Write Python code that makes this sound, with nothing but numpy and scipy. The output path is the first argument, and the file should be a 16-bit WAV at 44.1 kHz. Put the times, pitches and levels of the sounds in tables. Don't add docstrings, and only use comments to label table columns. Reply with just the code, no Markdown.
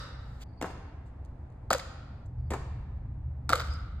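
import sys
import numpy as np
from scipy import signal
from scipy.fft import rfft, irfft, next_fast_len
from scipy.io import wavfile
from scipy.ndimage import uniform_filter1d, map_coordinates

SR = 44100
rng = np.random.default_rng(int(sys.argv[2]) if len(sys.argv) > 2 else 0)


def store_wav(level_fs):
    pcm = np.round(np.clip(np.atleast_2d(level_fs), -1, 1) * 32767)
    wavfile.write(sys.argv[1], SR, pcm.T.astype(np.int16))


N = 176400
LEAD_S = .3
LEAD = round(LEAD_S * SR)
TOTAL = N + LEAD
TIME = np.arange(TOTAL) / SR - LEAD_S
SHOT_CHANGES = [.44, 2.256]

# start in seconds, thump, slap, crack and fizz in dB, decay in seconds.
CORD_SNAPS = [(-.15, -30, -17.5, -25.5, -25.5, 0.0026), (-.1, -19.5, -22.5, -21, -30, 0.0055),
              (1.7041, -31, -30, -33, -41.5, 0.0016), (1.7058, -25.5, -24.5, -37.5, -47.5, 0.0027),
              (1.7122, -29, -32, -35.5, -38, .0009), (1.7248, -41, -35, -41, -47, .002),
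              (1.7285, -39, -27.5, -33.5, -40, .0018), (1.7312, -40, -32, -29.5, -27, 0.00086),
              (1.7376, -42, -36, -33.5, -43, 0.00052), (1.7478, -34.5, -33, -38.5, -48, .0012),
              (1.7783, -55.5, -56, -54, -55, .001), (1.7836, -55, -51.5, -57, -43.5, .0005),
              (1.794, -51, -48, -38.5, -55, 0.0055), (3.4926, -42.5, -29.5, -32, -36.5, 0.0013),
              (3.4967, -41.5, -28, -38, -42, 0.0011), (3.5015, -40.5, -28.5, -35.5, -47, .002),
              (3.5245, -31, -26.5, -34, -45, 0.006), (3.5315, -36.5, -24.5, -32.5, -39, 0.0011),
              (3.5330, -37, -16, -41, -49, 0.0002), (3.538, -40, -41.5, -36.5, -55, 0.00069),
              (3.553, -61, -37.5, -44, -43.5, 0.00092), (3.5562, -42.5, -38.5, -36.5, -42.5, 0.0015),
              (3.5632, -46, -47, -49, -48, 0.0015), (3.5712, -48, -44.5, -54, -53, 0.00037),
              (3.5795, -58, -50.5, -56, -54, 0.00032), (3.5964, -58, -32, -37, -54, .003),
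              (3.6040, -48, -40, -39.5, -49, 0.00066), (3.616, -48, -38.5, -49, -55, 0.0049)]
# centre in Hz, width in Hz, gain in dB.
THUMP_MODES = [(545, 94, 4), (630, 110, -2.5), (920, 200, -6.5)]
SLAP_MODES = [(1093, 130, -8), (1280, 210, 5.5), (1604, 250, -5.5)]
SHOVE_MODES = [(180, 70, -1.5), (300, 38, 1)]
# frequency in Hz, gain in dB.
CRACK_TONE = [(300, -11.5), (1200, -1), (2000, 3), (2900, -7), (3800, 5), (4500, 0), (5100, 2.5),
              (6000, -12), (9000, -21.5), (16000, -40)]
FIZZ_TONE = [(2000, -27.5), (5000, -6), (6300, 1), (8300, -2), (9500, -4), (12800, -7), (16000, -18.5)]
RUB_TONE = [(100, -20.5), (350, -7.5), (500, 1.5), (850, 0), (1350, 0), (2000, -6), (2900, -7.5),
            (4200, -8.5), (5500, -8.5), (7500, -15.5), (13000, -25), (16000, -38)]
# pitch in Hz, level in dB, seconds to fall 60 dB.
BALL_MODES = [(502, 5, 0.18), (1230, 6, 0.64), (1356, -2.5, 0.55), (1510, 1, .8), (2130, -5, 0.7),
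              (3710, -0.5, 0.65), (5080, -4, 0.55)]
# start in seconds, first and last pitch in Hz, level in dB,
# rise in seconds.
HOLLOW_NOTES = [(1.7045, 1200, 490, -21, .0065), (1.7255, 1163, 560, -29.5, 0.0045),
                (1.7425, 802, 474, -28.5, .0095), (3.494, 1285, 658, -35, 0.011),
                (3.519, 752, 650, -28.5, 0.0074), (3.534, 680, 473, -28.5, 0.0069),
                (3.555, 797, 564, -38, .006), (3.572, 545, 474, -38, 0.0078)]
# start in seconds, level in dB, decay in seconds.
NET_SHOVES = [(1.711, -34.5, 0.0037), (1.721, -37, .008), (3.4979, -33, 0.0025), (3.513, -46, 0.0059)]
RUB_STARTS_S = [1.705, 3.494]
# hold in seconds, level in dB, settling time in seconds.
MESH_RUBS = [(0.043, -36.5, .012), (0.044, -38.5, 0.086)]
CATCH_PER_S = 220

# start in seconds, body in dB, scuff in dB, decay in seconds.
FLOOR_THUDS = [(0.6128, -32.5, -41.5, 0.003), (0.6241, -33, -39, 0.0022), (0.63, -36.5, -49, 0.0017),
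               (.639, -30, -57, 0.0092), (.651, -34, -50.5, 0.016), (.697, -41.5, -57.5, 0.016),
               (2.5041, -36.5, -41, 0.0066), (2.514, -31.5, -46, 0.012), (2.534, -29, -41.5, 0.007),
               (2.544, -35, -53, 0.015)]
# time in seconds, level in dB.
BOARD_PUSHES = [(0.6311, -24.5), (2.509, -25.5), (2.518, -26)]
# frequency in Hz, gain in dB.
BOARD_TONE = [(60, -13.5), (150, -2), (330, 4), (520, 1.5), (750, 3), (1300, -3), (2000, -11),
              (3000, -27.5), (6000, -48), (16000, -65)]
SCUFF_TONE = [(500, -15.5), (2200, 5), (3200, -1.5), (5000, -3.5), (7500, -2.5), (9200, -6.5),
              (12500, -13.5), (16000, -22)]
# start in seconds, level in dB, decay in seconds.
FAINT_TICKS = [(1.056, -70.5, 0.024), (1.2498, -66.5, 0.00087), (1.256, -70.5, 0.0032), (1.502, -78, .0012),
               (1.522, -79.5, 0.0027), (2.257, -68.5, 0.008), (3.7367, -55.5, 0.0017)]
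# time in seconds, level in dB.
BRUSH_SWELL = [(.2, -77), (.33, -73), (.395, -72), (.42, -51.5), (.438, -56.5), (.442, -110)]
# frequency in Hz, gain in dB.
TICK_TONE = [(1000, -14), (4000, 3), (7300, 5.5), (9500, 0.5), (12500, -12), (16000, -21)]
BRUSH_TONE = [(300, -6), (1500, -3), (2900, 0.5), (4500, 0.5), (7500, -5), (12800, -13.5), (16000, -17.5)]
# start and length in seconds, pitch in Hz, level in dB.
FAR_SQUEAKS = [(0.526, 0.34, 4600, -73), (2.37, 0.35, 4640, -84), (3.718, 0.11, 4940, -56.5)]
# rumble, low hum, high hum and air in dB.
VENT_LEVELS = [(-44, -56.5, -48, -56), (-44.5, -50, -55, -57), (-39, -41, -46, -59)]
# frequency in Hz, gain in dB.
RUMBLE_TONE = [(20, -12), (35, -11.5), (48, 2.5), (68, 1.5), (82, -0.5), (98, -2.5), (140, -8.5),
               (200, -19), (300, -28.5), (600, -60.5), (3000, -118)]
AIR_TONE = [(100, -7.5), (250, 2.5), (400, -6.5), (800, -5.5), (1300, -16.5), (2000, -21.5), (3000, -34),
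            (5000, -40), (6500, -44), (9500, -45), (12000, -57), (16000, -63.5)]

# frequency in Hz, seconds to fall 60 dB.
HALL_T60 = [(100, 1.1), (500, 1.1), (1300, 1.465), (4000, 1.057), (7500, 0.57), (13000, 0.46),
            (16000, 0.28)]
# frequency in Hz, gain in dB.
HALL_TONE = [(100, -22.5), (500, -18), (1300, -17.5), (2500, -14.5), (4500, -11.5), (7500, -12.5),
             (13000, -18.5)]
# frequency in Hz, left-right correlation.
PORT_LIKENESS = [(80, 1), (130, .998), (290, .9), (640, .45), (1400, .5), (3000, -.05), (15000, -.1)]
# frequency in Hz, left over right in dB.
NET_BALANCE = [(100, 1), (300, 1), (600, 2.4), (1200, 0.5), (2400, -2.5), (4000, -0.5), (14000, 1.5)]
THUD_BALANCE = [(100, -2), (700, 3.5), (1300, 2.5), (2600, -5), (3900, -1.5), (5000, -5), (6000, 1.5),
                (14000, 1)]
# frequency in Hz, radians by which left leads.
NET_PHASE = [(0, 0), (500, -.58), (1400, -.25), (2500, 2.1), (3100, 2.1), (3900, 1.3), (4800, 1.4),
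             (5600, 3.2), (7400, 6), (8000, 6.6), (12200, 12.2), (16000, 17.2)]
THUD_PHASE = [(0, 0), (1400, 0), (2500, 1.8), (3800, 1), (4400, 2.5), (5200, 2), (5600, 3.2), (7400, 6.1),
              (8000, 6.6), (12200, 12.2), (16000, 17.2)]
# centre in Hz, width in Hz, gain in dB.
TREBLE_NOTCHES = [(5564, 230, -6.5), (10070, 390, -10.5), (14920, 420, 1)]


def cord_snaps(ring_db=-34.5, waver_per_s=70, waver_rad=1.2):
    out, t = np.zeros(TOTAL), np.arange(SR // 2) / SR
    wavers = [waver_rad * wobble(waver_per_s, len(t)) for _ in BALL_MODES]
    tones = [resonances(THUMP_MODES), resonances(SLAP_MODES), colour(CRACK_TONE), colour(FIZZ_TONE)]
    for start, thump_db, slap_db, crack_db, fizz_db, decay_s in CORD_SNAPS:
        gains = amp([thump_db, slap_db, crack_db, fizz_db])
        add(out, start, sum(gain * burst(decay_s, tone) for gain, tone in zip(gains, tones)))
        for (hz, db, t60), waver in zip(BALL_MODES, wavers):
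            ring = amp(db - 60 * t / t60) * np.sin(2 * np.pi * (hz * t + rng.random()) + waver)
            add(out, start, amp(slap_db + ring_db) * ring)
    return out


def ball_weight(sink_s=.006, roughness=.17):
    out, t = np.zeros(TOTAL), np.arange(SR // 8) / SR
    for start, first_hz, last_hz, db, rise_s in HOLLOW_NOTES:
        hz = last_hz + (first_hz - last_hz) * np.exp(-t / sink_s)
        swell = (t / rise_s * np.exp(1 - t / rise_s)) ** 2
        catching = 1 + roughness * wobble(CATCH_PER_S, len(t))
        note = np.sin(2 * np.pi * (np.cumsum(hz) / SR + rng.random()))
        add(out, start, amp(db) * swell * catching * note)
    for start, db, decay_s in NET_SHOVES:
        add(out, start, amp(db) * burst(decay_s, resonances(SHOVE_MODES)))
    return out


def mesh_rub(slips_per_s=2200, catch_db=-1.5):
    level = np.zeros(TOTAL)
    for start, (hold_s, db, settle_s) in zip(RUB_STARTS_S, MESH_RUBS):
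        since_hold = np.maximum(TIME - start - hold_s, 0)
        level += amp(db) * (TIME > start) * np.exp(-since_hold / settle_s)
    slips = rng.standard_normal(TOTAL) * (rng.random(TOTAL) < slips_per_s / SR)
    catching = amp(catch_db * wobble(CATCH_PER_S, TOTAL))
    return level * unit(filtered(slips * catching, colour(RUB_TONE)))


def floor_thuds(push_s=.00045):
    out = np.zeros(TOTAL)
    for start, body_db, scuff_db, decay_s in FLOOR_THUDS:
        add(out, start, amp(body_db) * burst(decay_s, colour(BOARD_TONE)))
        add(out, start, amp(scuff_db) * burst(decay_s, colour(SCUFF_TONE)))
    for centre, db in BOARD_PUSHES:
        offset = (TIME - centre) / push_s
        out -= amp(db) * offset * np.exp((1 - offset ** 2) / 2)
    return out


def brush_and_ticks():
    swell = amp(np.interp(TIME, *np.transpose(BRUSH_SWELL), left=-120))
    out = swell * unit(filtered(rng.standard_normal(TOTAL), colour(BRUSH_TONE)))
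    for start, db, decay_s in FAINT_TICKS:
        add(out, start, amp(db) * burst(decay_s, colour(TICK_TONE)))
    return out


def shoe_squeaks(width_hz=300, flutter_per_s=50, flutter_db=6.5):
    out = np.zeros((2, TOTAL))
    flutter = amp(flutter_db * wobble(flutter_per_s, TOTAL))
    for start, length_s, hz, db in FAR_SQUEAKS:
        swell = np.exp(-(2 * (TIME - start) / length_s - 1) ** 2)
        out += amp(db) * swell * wash(lambda f: np.exp(-((f - hz) / width_hz) ** 2))
    return flutter * out


def ventilation(hums_hz=(73.17, 123.76), width_hz=2.7, crossfade_s=.02):
    steps = amp(VENT_LEVELS)[np.searchsorted(SHOT_CHANGES, TIME)].T
    gains = uniform_filter1d(steps, round(crossfade_s * SR), axis=1)
    hums = [wash(lambda f: 1 / (1 + ((f - hz) / width_hz) ** 2)) for hz in hums_hz]
    layers = [wash(colour(RUMBLE_TONE)), *hums, wash(colour(AIR_TONE))]
    return sum(gain * layer for gain, layer in zip(gains, layers))


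def gym_reverb(x, early_db=-18, early_t60_s=.22, build_s=.0019):
    out, shot = np.zeros((2, TOTAL)), np.searchsorted(SHOT_CHANGES, TIME)
    for k in range(len(SHOT_CHANGES) + 1):
        hz, frame_s, spectrum = signal.stft(rng.standard_normal((2, 2 * SR)), SR, nperseg=256)
        decay = amp(-60 * frame_s / along(HALL_T60, hz)[:, None])
        tail = signal.istft(spectrum * decay, SR, nperseg=256)[1]
        t = np.arange(tail.shape[1]) / SR
        build = 1 - np.exp(-t / build_s)
        tail *= build
        early = rng.standard_normal(tail.shape) * amp(-60 * t / early_t60_s) * build
        answer = filtered(tail / np.linalg.norm(tail[0]), colour(HALL_TONE))
        answer += amp(early_db) * early / np.linalg.norm(early[0])
        gate = shot == k
        out += gate * signal.fftconvolve((x * gate)[None], diffuse(answer), axes=1)[:, :TOTAL]
    return out


def at_ports(x, balance, phase):
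    half = np.array([[1], [-1]]) / 2
    def response(hz):
        lead_rad = np.interp(hz, *np.transpose(phase))
        return amp(half * along(balance, hz)) * np.exp(1j * half * lead_rad)
    return filtered(x, response)


def diffuse(pair):
    angle = lambda hz: np.arccos(np.clip(along(PORT_LIKENESS, hz), -1, 1)) / 2
    mid, side = filtered(pair, lambda hz: np.array([np.cos(angle(hz)), np.sin(angle(hz))]))
    return np.array([mid + side, mid - side])


def wash(response):
    return unit(diffuse(filtered(rng.standard_normal((2, TOTAL)), response)))


def burst(decay_s, response, energy_s=.005):
    t = np.arange(SR // 6) / SR
    envelope = t * np.exp(-2 * t / decay_s)
    contact = filtered(rng.standard_normal(len(t)) * envelope, response)
    return contact * np.sqrt(energy_s * SR / np.sum(contact ** 2))


def resonances(modes):
    return lambda f: sum((-1) ** k * amp(db) * 1j * f * width / (hz * hz - f * f + 1j * f * width)
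                         for k, (hz, width, db) in enumerate(modes))


def colour(points):
    def response(hz):
        cepstrum = irfft(np.log(amp(along(points, hz))))
        middle = len(cepstrum) // 2
        cepstrum[1:middle] *= 2
        cepstrum[middle + 1:] = 0
        return np.exp(rfft(cepstrum))
    return response


def filtered(x, response):
    n = x.shape[-1]
    padded = 2 * next_fast_len(n // 2 + 4096)
    hz = np.fft.rfftfreq(padded, 1 / SR)
    return irfft(rfft(x, padded) * response(hz), padded)[..., :n]


def along(points, hz):
    knots_hz, values = np.transpose(points)
    return np.interp(np.log(hz + 1), np.log(knots_hz + 1), values)


def wobble(rate, n):
    return map_coordinates(rng.standard_normal(4096), [np.arange(n) * rate / SR], mode="mirror")


def add(track, start_s, x):
    i = max(round(start_s * SR) + LEAD, 0)
    track[i:i + len(x)] += x[:TOTAL - i]


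def amp(db):
    return 10 ** (np.asarray(db) / 20)


def unit(x):
    return x / np.sqrt(np.mean(x ** 2) + 1e-20)


def scene(far_send_db=7.5):
    near = cord_snaps() + ball_weight() + mesh_rub() + brush_and_ticks()
    far = floor_thuds()
    direct = at_ports(near, NET_BALANCE, NET_PHASE) + at_ports(far, THUD_BALANCE, THUD_PHASE)
    hall = gym_reverb(near + amp(far_send_db) * far)
    return (direct + hall + shoe_squeaks() + ventilation())[:, LEAD:]


def record(dry):
    top_hz, steepness = 15900, 120
    dips = lambda f: amp(sum(db * np.exp(-((f - hz) / width) ** 2) for hz, width, db in TREBLE_NOTCHES))
    return filtered(dry, lambda f: dips(f) / (1 + (f / top_hz) ** steepness))


dry = scene()
out = record(dry)
store_wav(out)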